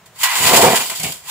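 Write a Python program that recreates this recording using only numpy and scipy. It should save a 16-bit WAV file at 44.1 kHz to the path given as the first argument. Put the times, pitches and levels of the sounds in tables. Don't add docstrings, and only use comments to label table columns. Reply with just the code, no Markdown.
import sys
import numpy as np
from scipy import signal
from scipy.fft import rfft, irfft, next_fast_len
from scipy.io import wavfile
from scipy.ndimage import map_coordinates

SR = 44100
rng = np.random.default_rng(int(sys.argv[2]) if len(sys.argv) > 2 else 0)


def waveform_to_disk(signal):
    frames = np.transpose(np.atleast_2d(signal))
    scaled = np.clip(frames, -1, 1) * 32767
    samples = np.round(scaled).astype(np.int16)
    wavfile.write(sys.argv[1], SR, samples)


N = 57330
GRAINS_PER_S, PEBBLES_PER_S, JOLTS_PER_S = 9000, 2500, 900

# frequency in Hz, width in Hz, level in dB.
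PAN_MODES = [(690, 19, -8.5), (915, 27, -4), (1012, 28, 4), (1090, 13, -13), (1600, 40, -11),
             (1955, 23, 1.5), (2076, 27, -3), (2395, 117, -5.5), (2680, 26, -5), (2910, 24, -2),
             (3570, 20, -36)]
# frequency in Hz, correlation from 0 to 1.
MIC_LIKENESS = [(40, .75), (80, .88), (150, .98), (600, .95), (1200, .8), (2200, .66), (3500, .35),
                (14000, .1)]


def brush():
    # time in seconds, scratching in dB, pan ring in dB.
    brush_levels = [(0.12, -70.5, -72), (0.224, -29, -30.5), (0.274, -32, -22.5), (0.358, -29, -22),
                    (0.402, -24.5, -23.5), (0.48, -20, -16), (0.598, -22, -32), (0.644, -27.5, -20.5),
                    (0.78, -26.5, -20.5), (0.97, -36.5, -53.5), (1.096, -32.5, -82), (1.236, -52.5, -52.5),
                    (1.3, -31.5, -33)]
    # start in seconds, level in dB, pan ring relative to it in dB,
    # attack and the spray's T60 in seconds.
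    sprays = [(0.057, -42, -9.5, 0.0028, 0.12), (0.085, -73, 0, .002, 0.1), (.157, -43.5, -1, 0.0032, .15),
              (.184, -29.5, -12.5, .012, .3), (0.2299, -8.5, -7.5, 0.0038, 0.14),
              (.351, -15, -9, 0.0043, 0.17), (0.425, -15.5, -4, 0.0035, 0.2),
              (0.466, -9, -10.5, .005, 0.077), (0.531, -6.5, -4, 0.0076, 0.1), (0.56, -2, -30, 0.012, 0.12),
              (.609, -11.5, -4, 0.0044, 0.33), (0.755, -13, -20, 0.004, 0.21),
              (.897, -22.5, -4, 0.0015, 0.12), (0.951, -27, -25, 0.0013, 0.38),
              (.999, -22.5, -13, 0.00057, 0.073), (1.0312, -20, -17, 0.0012, 0.19),
              (1.121, -21.5, -20.5, 0.00081, 0.05)]
    # frequency in Hz, level in dB.
    sand_spectrum = [(200, -34), (500, -28), (750, -16.5), (1400, -13), (2800, -2.5), (3700, -2.5),
                     (4800, -1), (6000, -3.5), (7000, 5.5), (8300, -1), (9900, -2), (11000, -5),
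                     (13200, -5.5), (14900, 0.5), (16000, -21)]
    pan_spectrum = [(200, -54), (550, -23), (850, -4), (1300, -7), (2400, -6.5), (4000, -9.5), (8000, -22)]
    scratch_db, ring_db, pan_t60_s = 4, 0.5, 0.3
    scratch, ring = gains(brush_levels)
    spray = bursts([(s, db, attack, t60) for s, db, _, attack, t60 in sprays])
    patter = bursts([(s, db + pan_db, attack, pan_t60_s) for s, db, pan_db, attack, _ in sprays])
    clumps = amp(0.74 * wobble(300) + 0.7 * wobble(47.6))
    sand = shimmer(at_mics(impacts(GRAINS_PER_S, scatter_db=2), sand_spectrum))
    pan = at_mics(impacts(PEBBLES_PER_S, scatter_db=1.5), pan_spectrum, PAN_MODES, low_hz=630)
    sand_level = np.hypot(amp(scratch_db) * scratch, spray)
    pan_level = np.hypot(amp(ring_db) * ring, patter)
    return clumps * (sand_level * sand + pan_level * pan)


def shimmer(grains, share=0.79, t60_s=0.092):
    t = np.arange(SR // 8) / SR
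    tail = rng.standard_normal((2, len(t))) * amp(-60 * t / t60_s)
    rung = signal.fftconvolve(grains, tail / np.linalg.norm(tail[0]), axes=1)[:, :N]
    return np.sqrt(1 - share ** 2) * grains + share * rung


def wheels(gain_db=-2.5):
    # time in seconds, level in dB.
    roll_levels = [(0.3, -77), (0.318, -44.5), (0.406, -29), (0.45, -21.5), (0.514, -16.5), (0.534, -6),
                   (0.556, -13), (0.582, -10), (0.608, -12), (0.634, -5), (0.732, -13.5), (0.788, -26.5),
                   (0.81, -28), (0.882, -44), (0.918, -34), (0.95, -45), (1.016, -45), (1.056, -26),
                   (1.23, -61.5)]
    # frequency in Hz, width in Hz, level in dB.
    frame_modes = [(165, 66, -2.5), (234.8, 31, 0.5), (377, 8, -4), (409, 29, 1.5), (485, 43, -0.5),
                   (541.6, 24, -0.5), (677, 24, 11), (736, 30, 6), (881.5, 23, 6), (918, 15, -1.5),
                   (1073, 20, -1.5), (1230, 33, -35)]
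    # frequency in Hz, level in dB.
    frame_spectrum = [(25, -42), (70, -24), (150, -30), (290, -4), (450, -4), (900, -6.5), (1500, -34),
                      (4000, -37)]
    roll, = gains(roll_levels)
    jolts = impacts(JOLTS_PER_S, scatter_db=2)
    return amp(gain_db) * roll * at_mics(jolts, frame_spectrum, frame_modes, low_hz=66.5)


def clanks(attack_s=0.001, t60_s=0.59, waver_rad=0.21):
    # start in seconds, level in dB.
    knocks = [(0.2323, -19), (0.894, -42)]
    t = np.arange(N) / SR
    ring = np.zeros((2, N))
    for hz, _, db in PAN_MODES:
        mic_phase = mic_angle(hz) * np.array([[1], [-1]]) * wobble(30.4)
        phase = 2 * np.pi * (hz * t + rng.random()) + waver_rad * wobble(62.6)
        ring += amp(db) * np.sin(phase + mic_phase)
    return bursts([(s, db, attack_s, t60_s) for s, db in knocks]) * unit(ring)


def thuds(attack_s=0.0092, t60_s=0.14, crunch_attack_s=0.0028, crunch_t60_s=0.23):
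    # start in seconds, level of the bump in dB, crunch relative to it in dB.
    bumps = [(.203, -39, -30), (.4, -27, -23), (0.439, -19, -4), (.532, -34, -17), (0.619, -20, -6),
             (.91, -60, 22), (0.992, -29, -1.5), (1.034, -21.5, -1), (1.072, -27.5, -14)]
    # frequency in Hz, level in dB.
    thud_spectrum = [(25, -42), (55, -36), (85, -10), (120, -11), (153, -5.5), (210, -17.5), (400, -28),
                     (1500, -60)]
    crunch_spectrum = [(100, -37), (350, -21), (800, -12), (1500, -40), (2400, -5), (4000, -30),
                       (9000, -49)]
    # frequency in Hz, width in Hz, level in dB.
    crunch_modes = [(720, 84, 0), (755, 85, -5), (2270, 240, 5), (2740, 240, 3)]
    thud_level = bursts([(s, db, attack_s, t60_s) for s, db, _ in bumps])
    crunch_level = bursts([(s, db + rel_db, crunch_attack_s, crunch_t60_s) for s, db, rel_db in bumps])
    thud = at_mics(rng.standard_normal((2, N)), thud_spectrum)
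    crunch = at_mics(impacts(PEBBLES_PER_S, scatter_db=-3), crunch_spectrum, crunch_modes)
    return thud_level * thud + crunch_level * crunch


def air(level_db=-50.5):
    # frequency in Hz, level in dB.
    air_spectrum = [(25, -19), (60, 0.5), (100, 3.5), (150, 5), (280, -9), (420, -2), (900, -2.5),
                    (1300, -3), (2500, -7.5), (5000, -14), (7300, -12), (11000, -21), (15000, -18)]
    return amp(level_db) * at_mics(rng.standard_normal((2, N)), air_spectrum)


def amp(db):
    return 10 ** (np.asarray(db) / 20)


def unit(x):
    return x / np.sqrt(np.mean(x ** 2) + 1e-20)


def along(points, hz):
    freqs, values = np.transpose(points)
    return np.interp(np.log(hz + 1), np.log(freqs + 1), values)


def gains(rows):
    times, *columns = np.transpose(rows)
    t = np.arange(N) / SR
    return [amp(np.interp(t, times, db)) * (t >= times[0]) for db in columns]


def bursts(rows):
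    power = np.zeros(N)
    for start_s, db, attack_s, t60_s in rows:
        t = np.maximum(np.arange(N) / SR - start_s, 0)
        power += (amp(db - 60 * t / t60_s) * (1 - np.exp(-t / attack_s))) ** 2
    return np.sqrt(power)


def wobble(knots_per_s):
    return map_coordinates(rng.standard_normal(2000), [np.arange(N) * knots_per_s / SR], mode="wrap")


def impacts(per_s, scatter_db):
    hit = rng.random((2, N)) < per_s / SR
    polarity = np.sign(rng.standard_normal((2, N)))
    return hit * polarity * amp(scatter_db * np.clip(rng.standard_normal((2, N)), -2, 2))


def filtered(x, response):
    size = next_fast_len(N + SR // 2)
    return irfft(rfft(x, size) * response(np.fft.rfftfreq(size, 1 / SR)), size)[..., :N]


def resonances(modes, hz):
    return sum(amp(db) * 1j * hz * width / (centre ** 2 - hz ** 2 + 1j * hz * width)
               for centre, width, db in modes)


def mic_angle(hz):
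    return np.arccos(np.clip(along(MIC_LIKENESS, hz), -1, 1)) / 2


def at_mics(pair, spectrum, modes=(), low_hz=10):
    def response(hz):
        angle = mic_angle(hz)
        radiated = hz ** 4 / np.hypot(hz ** 4, low_hz ** 4)
        colour = amp(along(spectrum, hz)) + resonances(modes, hz)
        return radiated * colour * np.array([np.cos(angle), np.sin(angle)])
    mid, side = filtered(pair, response)
    return np.array([mid + side, mid - side]) / np.std(mid)


def scene():
    # frequency in Hz, level of the right microphone over the left in dB.
    right_louder = [(100, -0.5), (400, 0.9), (1400, 2.4), (4000, -0.15), (11000, -0.6), (14500, -3.5)]
    # frequency in Hz, lag of the left microphone behind the right in radians.
    left_lag = [(60, .03), (300, 0.49), (480, 0.34), (700, 0.97), (1000, 0.76), (2300, 0.44), (3200, 2.13),
                (7000, 3.3)]
    sides = np.array([[-.5], [.5]])

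    def placement(hz):
        return amp(sides * along(right_louder, hz)) * np.exp(1j * sides * along(left_lag, hz))
    sweeper = brush() + wheels() + thuds() + clanks()
    return filtered(sweeper, placement) + air()


def record(dry):
    ceiling, top_hz = 1.04, 15720
    rounded = dry / (1 + np.abs(dry / ceiling) ** 8) ** (1 / 8)
    return filtered(rounded, lambda hz: hz < top_hz)


dry = scene()
out = record(dry)
waveform_to_disk(out)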